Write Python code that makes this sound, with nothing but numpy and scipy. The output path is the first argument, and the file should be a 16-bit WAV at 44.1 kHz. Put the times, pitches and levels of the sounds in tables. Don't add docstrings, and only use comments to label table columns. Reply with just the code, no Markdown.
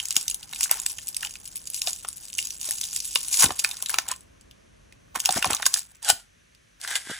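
import sys
import numpy as np
from scipy import signal
from scipy.fft import rfft, irfft, next_fast_len
from scipy.io import wavfile
from scipy.ndimage import uniform_filter1d

SR = 44100
rng = np.random.default_rng(int(sys.argv[2]) if len(sys.argv) > 2 else 0)


def transcribe(u):
    v = np.clip(np.atleast_2d(u).T, -1, 1)
    q = np.round(v * 32767).astype(np.int16)
    wavfile.write(sys.argv[1], SR, q)


N = 317079

# (frequency [Hz], relative level [dB per Hz])
HUM_TONE = [(24, -35), (40, 8), (203, -3), (257, -6.5), (490, -14), (593, -14.5), (790, -21.5),
            (1100, -15.5), (2000, -32), (22000, -120)]
# (time [s], level [dB])
HUM_LEVEL = [(5.5, -59), (5.9, -65.5)]
# (frequency [Hz], relative level [dB per Hz])
HISS_TONE = [(710, -36), (1200, -7), (1680, 1), (1890, -1.5), (2590, -2.5), (5110, -9.5), (6090, -2),
             (7180, -11), (9190, -12), (11500, -13.5), (12200, -57.5)]
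HISS_DB = -65
# (frequency [Hz], level [dB])
ROOM_PORTS = [(60, -14.5), (130, -4), (290, 1), (640, 12), (1410, -1), (3100, -2.5), (6820, -12.5),
              (15000, 12.5)]
# (frequency [Hz], level [dB], phase [rad])
NEAR_PORTS = [(170, -4.5, -0.5), (520, -5, -2), (876, -5.5, -1.5), (1200, -8, -3), (1900, -36, 2),
              (2600, -8.5, -4), (2950, -2.5, -5.5), (3300, -11, -3.5), (3840, -7, -6), (4500, -1.5, -8),
              (5170, 3, -12.5), (5500, -10.5, -10.5), (6257, -13.5, -7.5), (7880, -17.5, -8),
              (10600, 1.5, -8), (12700, 11.5, -8), (16000, 22.5, -6.5), (15580, 26.5, -22.5)]
EDGE_HZ = 16800

# (middle time [s], tone peak [dB], pitch at the middle [Hz])
THUDS = [(0.17, -39, 170), (3.445, -28, 145), (3.464, -32.5, 85), (3.48, -41, 150), (3.493, -31, 387),
         (3.52, -44, 73), (5.171, -39, 263), (5.302, -36, 170), (5.366, -32, 112), (5.386, -30.5, 237),
         (5.468, -31.5, 185), (5.484, -36.5, 90), (5.506, -25, 310), (5.528, -36.5, 90),
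         (6.13, -44.5, 89.3), (6.915, -48, 300), (7.073, -43, 296), (7.1, -31, 265), (7.115, -37, 170)]

# (time [s], level [dB])
SLIDES = [
    [(6.02, -56), (6.028, -43.5), (6.08, -29), (6.101, -20.5), (6.132, -47), (6.198, -50), (6.287, -78)],
    [(6.8, -50.5), (6.815, -48.5), (6.84, -33.5), (6.872, -44.5), (6.88, -38), (6.953, -36.5),
     (6.959, -25.5), (6.99, -40), (7.04, -45)],
    [(7.04, -46.5), (7.07, -42), (7.11, -39), (7.25, -49)],
]
# (frequency [Hz], relative level [dB per Hz])
SLIP_TONE = [(180, -38), (300, -22), (713, -3), (1120, -7.5), (1390, -2.5), (4910, -1), (8220, 4),
             (11500, -3), (12500, -32), (16000, -33.5)]
# (base frequency [Hz], width [Hz], base level [dB])
HOLLOWS = [
    [(788, 100, 12.5), (1460, 53, 16), (3010, 160, 8), (4040, 130, 8)],
    [(1654, 91, 19.5), (1992, 200, 13), (3100, 110, 8), (3480, 113, 11)],
]
LAID_DOWN_S = 6.5
# (time [s], pitch factor [1], added level [dB])
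CUPPING = [(6.02, 1.3, -5), (6.08, 0.96, -1), (6.1, 1.0, 5.5), (6.2, 0.98, -5.5), (6.82, 0.99, -10.5),
           (6.92, 0.98, 3.5), (6.96, 1.0, 0), (7.0, 1.02, -11.5), (7.11, 0.95, 4), (7.19, 1.05, 2.5)]

# (time [s], bright crackle level [dB], part under 2.4 kHz against bright crackle [dB])
PRESSING = [
    [(0.0, -42.5, -15), (0.51, -56, -8.5), (0.75, -39.5, -6.5), (0.94, -50, -16.5), (1.55, -51, -17.5),
     (1.83, -49, -22), (2.18, -50.5, -19), (2.87, -39, -24), (2.98, -37, -31), (3.45, -42.5, -12.5),
     (3.98, -56.5, -12), (4.24, -65.5, -24)],
    [(5.145, -64, -20), (5.211, -62.5, -8.5), (5.333, -44, -13.5), (5.383, -39, -8.5), (5.457, -48, 5),
     (5.655, -47.5, -3), (5.789, -46, -11.5), (5.857, -61, -12), (5.97, -56, -8.5)],
]
# (time of the top [s], level [dB], gathering time [s], settling time [s], part under 2.4 kHz against level [dB])
CRUNCHES = [(.165, -30.5, 0.012, 0.033, -23), (0.64, -29, 0.037, 0.022, -24),
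            (0.721, -36, 0.015, 0.016, 3.5), (0.911, -33, 0.028, 0.014, -23),
            (1.245, -36.5, 0.022, 0.021, -8.5), (1.757, -34.5, 0.015, 0.061, -43),
            (1.884, -30.5, 0.026, 0.025, -15.5), (2.396, -37.5, 0.023, 0.084, -25.5),
            (2.651, -36, 0.03, 0.14, -19), (3.337, -26, 0.015, 0.055, -20),
            (3.436, -14.5, 0.012, 0.014, -6), (3.406, -16.5, 0.013, .014, -18),
            (3.647, -42.5, 0.1, 0.2, -7.5), (3.906, -42, 0.012, 0.086, -3),
            (4.126, -39, 0.025, 0.0098, 7.5), (5.16, -31.5, 0.0056, 0.014, 2),
            (5.257, -36.5, 0.016, 0.052, -4), (5.379, -27, 0.034, 0.0068, -3),
            (5.503, -33, 0.0032, 0.021, 5), (5.667, -14, 0.0051, 0.0045, -13.5),
            (5.771, -31, 0.037, 0.025, -20), (6.914, -36, 0.028, .03, -8.5)]
SWARM_SNAP_DB, SWARM_POP_DB, SWARM_SLOPE = -28, -22.5, 1.1
BUILD_S, SETTLE_S = 0.0014, 0.014

# (frequency [Hz], relative level [dB per Hz])
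FOIL_TONE = [(900, -19), (2000, -3.5), (2440, 5.5), (2990, 7.5), (3360, 4), (3740, 8), (4060, 3),
             (5120, 2.5), (5960, 6), (11000, 3.5), (13700, -8), (15800, -12.5), (17000, -39.5)]
# (time [s], peak [dB], ring [Hz])
POPS = [(0.0002, -33, 2056), (0.0541, -39, 2160), (0.1057, -38, 1460), (0.1143, -36, 2110),
        (0.1638, -17.5, 2130), (0.527, -35.5, 1610), (0.5326, -29, 2124), (0.6079, -22.5, 2140),
        (0.6569, -27, 1616), (0.6947, -28, 2150), (0.7115, -28.5, 700), (0.8618, -25.5, 2060),
        (0.9861, -37, 1850), (1.2301, -23, 1546), (1.3541, -40, 1580), (1.8167, -37.5, 1530),
        (1.8742, -25.5, 690), (2.0481, -26, 1115), (2.0847, -38, 1160), (2.3873, -37.5, 2160),
        (2.6849, -36.5, 603), (2.7083, -30.5, 1830), (2.8334, -38, 1690), (2.9294, -39, 1680),
        (2.9627, -36, 1867), (3.1578, -20, 974), (3.3419, -26.5, 2205), (3.4228, -17, 1590),
        (3.4334, -12.5, 1516), (3.5056, -17.5, 694), (3.6459, -14, 1583), (3.8282, -36, 1085),
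        (3.8591, -36, 2247), (3.896, -22.5, 1626), (3.9414, -13.5, 1339), (3.9852, -13.5, 1420),
        (4.1126, -32, 980), (4.9237, -42, 2060), (5.152, -23.5, 1070), (5.1571, -22, 1038),
        (5.2903, -12.5, 777.5), (5.3667, -25.5, 673), (5.3732, -27, 678), (5.4248, -19, 1401),
        (5.4443, -12, 1071), (5.4555, -21.5, 704), (5.4602, -24, 715), (5.503, -21.5, 855),
        (5.5229, -24, 910), (5.5381, -23, 1207), (5.5989, -24.5, 844), (5.6272, -15, 1620),
        (5.6635, -14, 1510), (5.7394, -25.5, 1660), (5.7612, -25.5, 1572), (5.7758, -29.5, 1650),
        (6.0984, -14, 788.5), (6.8475, -23, 1620), (6.876, -25, 1760), (6.911, -21.5, 1990),
        (6.9554, -17.5, 2100)]
# (time [s], peak [dB], ring [Hz])
SNAPS = [(0.0004, -13.5, 3035), (0.0549, -16, 6820), (0.085, -15.5, 7890), (0.1069, -9, 6850),
         (0.1149, -21, 3953), (0.1254, -18.5, 7930), (0.156, -18.5, 8000), (0.1655, -2, 6720),
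         (0.2113, -18.5, 8000), (0.2283, -20.5, 9030), (0.2802, -9.5, 6050), (0.299, -12, 7900),
         (0.3021, -19, 10700), (0.3114, -15.5, 7180), (0.3444, -13.5, 9730), (0.4295, -26, 4710),
         (0.4927, -36, 6015), (0.5122, -30.5, 6034), (0.528, -26.5, 9210), (0.5332, -21.5, 3790),
         (0.547, -21.5, 7950), (0.5599, -20.5, 3633), (0.6086, -10, 7960), (0.6186, -20.5, 6710),
         (0.631, -10.5, 6990), (0.6325, -12.5, 6930), (0.6382, -10.5, 7280), (0.6445, -13, 6880),
         (0.71, -19, 8030), (0.7123, -4, 11660), (0.725, -24.5, 7960), (0.7416, -20.5, 7580),
         (0.7995, -14.5, 7980), (0.8173, -23.5, 9200), (0.8347, -25.5, 6730), (0.8627, -7.5, 7960),
         (0.9736, -27.0, 6620), (0.984, -20.5, 6400), (0.987, -25.5, 3176), (1.0166, -29, 7000),
         (1.0711, -20.5, 6850), (1.0817, -19.5, 7920), (1.087, -19.5, 11650), (1.1453, -21.5, 5974),
         (1.166, -11, 9560), (1.2082, -25.0, 7800), (1.227, -21.5, 9620), (1.2303, -23, 2685),
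         (1.2483, -17, 2956), (1.27, -22.5, 2820), (1.3086, -25.5, 6660), (1.3385, -27, 7100),
         (1.3547, -25.5, 2470), (1.4549, -27, 7800), (1.4589, -28.5, 7260), (1.4761, -25.5, 10480),
         (1.4832, -31, 6940), (1.5574, -22, 10750), (1.561, -24.5, 9280), (1.568, -23.5, 10590),
         (1.5765, -26.5, 10850), (1.6547, -28.5, 6960), (1.672, -19.5, 6970), (1.6744, -22.5, 6780),
         (1.7009, -21, 11530), (1.7353, -23.5, 7300), (1.744, -16, 7230), (1.7766, -24, 7200),
         (1.8177, -9, 6850), (1.866, -20.5, 7010), (1.872, -12.5, 3480), (1.884, -19, 7760),
         (1.889, -24.5, 7900), (1.907, -18, 7820), (1.9312, -15.5, 7070), (1.9615, -25, 7170),
         (1.988, -28, 8000), (2.0014, -31, 7320), (2.0476, -25.5, 2664), (2.0807, -27, 9170),
         (2.0863, -15, 8910), (2.1288, -24.5, 7230), (2.1652, -31.5, 11050), (2.1707, -25.5, 11120),
         (2.18, -29, 7320), (2.2248, -37, 6400), (2.234, -32.5, 7100), (2.2532, -26.5, 8400),
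         (2.283, -29.5, 7110), (2.3007, -28.5, 7780), (2.33, -24, 5790), (2.3387, -24.5, 7980),
         (2.3511, -18.0, 6550), (2.3835, -13, 6440), (2.3883, -11.5, 2775), (2.4005, -17.5, 7990),
         (2.426, -21.5, 7060), (2.4533, -16, 6630), (2.4708, -21, 6530), (2.5057, -18.5, 5790),
         (2.613, -18.5, 7330), (2.6296, -18, 6720), (2.6893, -20.5, 6850), (2.6917, -21.5, 11600),
         (2.7088, -10, 11280), (2.7829, -18, 7170), (2.8129, -12.5, 7460), (2.8339, -19, 3637),
         (2.839, -15, 6000), (2.852, -20, 6010), (2.93, -18.5, 7040), (2.962, -11, 7460),
         (3.0025, -15, 5910), (3.053, -17.5, 10330), (3.1293, -23.5, 7400), (3.1402, -26.5, 7000),
         (3.1512, -12.5, 10390), (3.157, -5.5, 3617), (3.173, -21, 7210), (3.2065, -19.5, 8610),
         (3.231, -20, 8690), (3.2834, -14, 8710), (3.3133, -16, 6360), (3.326, -15.5, 6940),
         (3.3285, -11.5, 6890), (3.332, -13.5, 6940), (3.3396, -14, 6890), (3.342, -12, 6760),
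         (3.3713, -10, 6750), (3.396, -7, 6610), (3.4231, -4.5, 5900), (3.4264, -5.0, 9490),
         (3.434, -6.5, 6290), (3.4415, -2, 8740), (3.4599, -11.5, 3610), (3.5067, -19.0, 2950),
         (3.5206, -22, 7010), (3.585, -27, 4870), (3.5905, -14.5, 7890), (3.5936, -8, 4840),
         (3.598, -10, 6580), (3.6027, -22, 7430), (3.6413, -11.5, 8590), (3.646, -6.5, 2412),
         (3.6889, -21.5, 7920), (3.7123, -18, 3777), (3.769, -21.5, 6360), (3.82, -22.5, 7880),
         (3.8244, -13.5, 10000), (3.8602, -13, 3770), (3.8865, -21.0, 7120), (3.8945, -12, 9410),
         (3.902, -15, 10770), (3.9295, -24, 7120), (3.9418, -10.5, 2305), (3.9851, -6, 5790),
         (4.0823, -21, 7800), (4.0865, -14.5, 8090), (4.1145, -11, 6580), (4.162, -29.5, 7980),
         (4.2072, -35, 7930), (4.411, -37, 7700), (4.5114, -38, 3070), (4.9243, -38.5, 2470),
         (5.1516, -28, 9230), (5.1587, -19, 10840), (5.1956, -21, 7940), (5.2016, -11.5, 6320),
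         (5.2515, -17.0, 6010), (5.2574, -3, 5500), (5.291, -10.5, 3634), (5.307, -13.0, 5920),
         (5.3094, -14, 6700), (5.3245, -9, 8000), (5.378, -16.5, 6720), (5.4253, -9, 2670),
         (5.4443, -10.5, 2366), (5.4546, -13.0, 9000), (5.4591, -17, 4600), (5.4732, -17, 6010),
         (5.5075, -11, 7890), (5.524, -19.5, 7150), (5.5316, -10.5, 4006), (5.548, -10, 6610),
         (5.5667, -16, 3907), (5.623, -15.5, 5410), (5.6281, -20.5, 3470), (5.6562, -10.5, 4786),
         (5.6633, -4.5, 7200), (5.7405, -2.5, 6200), (5.772, -18.0, 7070), (5.7925, -18.5, 8000),
         (6.028, -23, 8070), (6.047, -16, 6160), (6.089, -7.5, 8330), (6.0943, -12, 9260),
         (6.0994, -6, 4065), (6.1008, -4.5, 7240), (6.549, -40.5, 4570), (6.8139, -22.5, 6660),
         (6.876, -18, 3060), (6.9546, -8.5, 3250), (6.9642, -16, 8260)]
ECHO_S, ECHO_DB = 0.0028, -13.5


def amp(db):
    return 10 ** (np.asarray(db) / 20)


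def evened(x):
    return x / np.sqrt(np.mean(x ** 2) + 1e-20)


def slow_noise(span):
    noise = rng.standard_normal(N)
    return evened(uniform_filter1d(uniform_filter1d(noise, span), span))


def read(points, hz, axis=1):
    table = np.transpose(points)
    return np.interp(np.log(hz + 1), np.log(table[0] + 1), table[axis])


def curve(rows):
    s, *columns = np.transpose(rows)
    t = np.arange(N) / SR
    return [np.interp(t, s, c, left=c[0], right=c[-1]) for c in columns]


def during(tables):
    t = np.arange(N) / SR
    return sum((t > rows[0][0]) & (t <= rows[-1][0]) for rows in tables)


def filtered(x, gain):
    size = next_fast_len(x.shape[-1] + 2048)
    spectrum = rfft(x, size) * gain(np.fft.rfftfreq(size, 1 / SR))
    return irfft(spectrum, size)[..., :x.shape[-1]]


def mode(hz, ring_hz, q):
    return 1 / (1 + 1j * q * (hz / ring_hz - ring_hz / (hz + 1e-9)))


def colour(points, size=1024):
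    hz = np.abs(np.fft.fftfreq(size, 1 / SR))
    log_gain = np.log(amp(np.maximum(read(points, hz), -70)))
    return np.fft.ifft(np.exp(np.conj(signal.hilbert(log_gain)))).real


def ringing(x, hz, width):
    turn = np.exp(2j * np.pi * np.cumsum(hz) / SR)
    r = np.exp(-np.pi * width / SR)
    return 2 * (turn * signal.lfilter([1 - r], [1, -r], x / turn)).real


def hum_and_hiss():
    out = 0
    for tone, level_db in ((HUM_TONE, curve(HUM_LEVEL)[0]), (HISS_TONE, HISS_DB)):
        a, b = rng.standard_normal((2, N))
        mid = filtered(a, lambda hz: amp(read(tone, hz)))
        side = filtered(b, lambda hz: amp(read(tone, hz) + read(ROOM_PORTS, hz)))
        out = out + amp(level_db) * np.array([mid + side, mid - side]) / np.std(mid)
    return out


def room(x, t60=0.19):
    count, gap = 700, 22
    taps = np.zeros((2, gap * count))
    at = gap * np.arange(count) + rng.integers(0, gap, (2, count))
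    sign = rng.choice([-1., 1.], at.shape)
    np.put_along_axis(taps, at, sign * amp(-60 * at / SR / t60), 1)
    taps = np.pad(taps, ((0, 0), (300, 0)))
    return signal.fftconvolve(x[None], taps / np.linalg.norm(taps[0]), axes=1)[:, :N]


def wandering(x, rad=1.0):
    turn = slow_noise(900)
    return (signal.hilbert(x, next_fast_len(N))[:N] * np.exp(1j * rad * turn)).real


def thuds(cycles=2.5, rough=0.65, rumble=0.79):
    size = 8192
    out = np.zeros(N + size)
    scuffs = rng.standard_normal((len(THUDS), size))
    for (s, db, hz), start, noise in zip(THUDS, rng.random(len(THUDS)), scuffs):
        u = np.arange(-1, 4, 2 * hz / cycles / SR)[:size]
        tone = np.sin(2 * np.pi * (start + cycles / 2 * (u - 0.064 * u ** 2)))
        tone = np.cos(np.pi * u / 2) ** 2 * tone * (u < 1)
        scuff = evened(filtered(noise, lambda f: mode(f, 2.3 * hz, 0.73) ** 2))[:len(u)]
        rise = np.cos(np.pi * np.minimum(u, 0) / 2) ** 2
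        fall = np.exp(-np.maximum(u, 0) / rumble)
        at = round((s - cycles / 2 / hz) * SR)
        out[at:at + len(u)] += amp(db) * (tone + rough * rise * fall * scuff)
    return out[:N]


def slide(per_s=3500, spread_db=1.0):
    size = amp(spread_db * rng.exponential(1, N))
    slips = size * (rng.random(N) < per_s / SR) * rng.choice([-1., 1.], N)
    drift = slow_noise(250)
    swish = signal.oaconvolve(slips * amp(0.57 * drift), colour(SLIP_TONE))[:N]
    pitch, depth_db = curve(CUPPING)

    def in_hollows(hollows):
        rings = sum(amp(db + depth_db) * ringing(swish, hz * pitch, width) for hz, width, db in hollows)
        return evened(swish + rings)

    pinched, laid = in_hollows(HOLLOWS[0]), in_hollows(HOLLOWS[1])
    level = during(SLIDES) * amp(curve(sum(SLIDES, []))[0])
    return level * np.where(np.arange(N) < LAID_DOWN_S * SR, pinched, laid)


def bounced(rows):
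    late = round(ECHO_S * SR)
    rows = rows + amp(ECHO_DB) * np.pad(rows, ((0, 0), (late, 0)))[:, :rows.shape[1]]
    return rows / np.abs(rows).max(1, keepdims=True)


def knocks(low_hz, q, size=1536):
    t = np.arange(size) / SR
    low_hz = low_hz[:, None]
    push = rng.standard_normal((len(low_hz), size))
    push = push * (1 - np.exp(-(t / 0.00019) ** 2)) * amp(-60 * t / 0.016)
    return bounced(filtered(push, lambda hz: mode(hz, low_hz, 0.55) ** 2 * (0.27 + mode(hz, low_hz, q))))


def cracks(ring_hz, t60, broad, size=1536):
    t = np.arange(size) / SR
    ring_hz = ring_hz[:, None]
    kick = rng.standard_normal((len(ring_hz), size)) * (1 - np.exp(-(t / 0.00039) ** 2))
    shiver = amp(-20.5 - 60 * t / 0.042)
    kick = kick * (amp(-60 * t / t60) + shiver)
    rung = filtered(kick, lambda hz: broad + 0.31 * mode(hz, ring_hz, 0.88) + mode(hz, ring_hz, 8.6))
    return bounced(signal.fftconvolve(rung, colour(FOIL_TONE)[None], axes=1)[:, :size])


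def swell(t, gathers, settles):
    return np.exp(-np.abs(t) / np.where(t < 0, gathers, settles))


def swarms():
    press_db, share_db = curve(sum(PRESSING, []))
    power = during(PRESSING) * amp([press_db, press_db + share_db]) ** 2 + 1e-20
    shape = swell(np.arange(-SR // 4, SR // 4 + 1) / SR, BUILD_S, SETTLE_S)
    for k, (rows, swarm_db) in enumerate(((SNAPS, SWARM_SNAP_DB), (POPS, SWARM_POP_DB))):
        s, peak_db, _ = np.transpose(rows)
        at = np.round(s * SR).astype(int)
        hits = np.bincount(at, amp(swarm_db + SWARM_SLOPE * peak_db), N)
        power[k] += signal.oaconvolve(hits, shape, "same") ** 2
    for top, db, gathers, settles, part_db in CRUNCHES:
        near = slice(max(round((top - 0.5) * SR), 0), round((top + 0.5) * SR))
        crunch = swell(np.arange(N)[near] / SR - top, gathers, settles)
        power[:, near] += (amp([[db], [db + part_db]]) * crunch) ** 2
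    return np.sqrt(power)


def crackle(count=24, spread_db=2.0):
    bright, low = swarms()
    per_s = 480 * (bright / amp(-47.0)) ** 0.42
    u = rng.random((count, 2))
    high_sounds = cracks(5200 * 2.15 ** u[:, 0], 0.006, broad=0.06)
    low_sounds = knocks(700 * 5.5 ** u[:, 1], 4.2)
    clump = slow_noise(300)
    size = amp(spread_db * np.minimum(rng.exponential(1, N), 2.8) + 1.5 * clump)
    size = size * (rng.random(N) < per_s / SR)
    kind = rng.integers(0, count, N)

    def layer(sizes, sounds):
        placed = [signal.oaconvolve(sizes * (kind == k), row[:1400])[:N] for k, row in enumerate(sounds)]
        return evened(sum(placed))

    high_layer = layer(size / np.sqrt(per_s), high_sounds)
    low_layer = layer(size ** 0.6 / np.sqrt(per_s), low_sounds)
    return bright * high_layer + low * low_layer


def snaps():
    _, snap_db, snap_hz = np.transpose(SNAPS)
    t60 = 0.0049 * amp(0.18 * (snap_db + 11.0))[:, None]
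    sounds = [*cracks(snap_hz, t60, broad=0.17), *knocks(np.transpose(POPS)[2], 6.3)]
    out = np.zeros(N + SR)
    for (s, peak_db, _), sound in zip(SNAPS + POPS, sounds):
        out[round(s * SR):][:len(sound)] += amp(peak_db) * sound
    return out[:N]


def scene():
    near = snaps() + crackle() + slide()
    tail_mid, tail_side = amp(-16.5) * room(near)
    side = filtered(wandering(near) + 1.7 * tail_side,
                    lambda hz: amp(read(NEAR_PORTS, hz)) * np.exp(1j * read(NEAR_PORTS, hz, axis=2)))
    mid = near + tail_mid + thuds()
    return np.array([mid + side, mid - side]) + hum_and_hiss()


def record(dry):
    edge = signal.firwin(511, EDGE_HZ, window=("kaiser", 12), fs=SR)
    return signal.oaconvolve(np.clip(dry, -1, 1), edge[None], "same")


dry = scene()
out = record(dry)
transcribe(out)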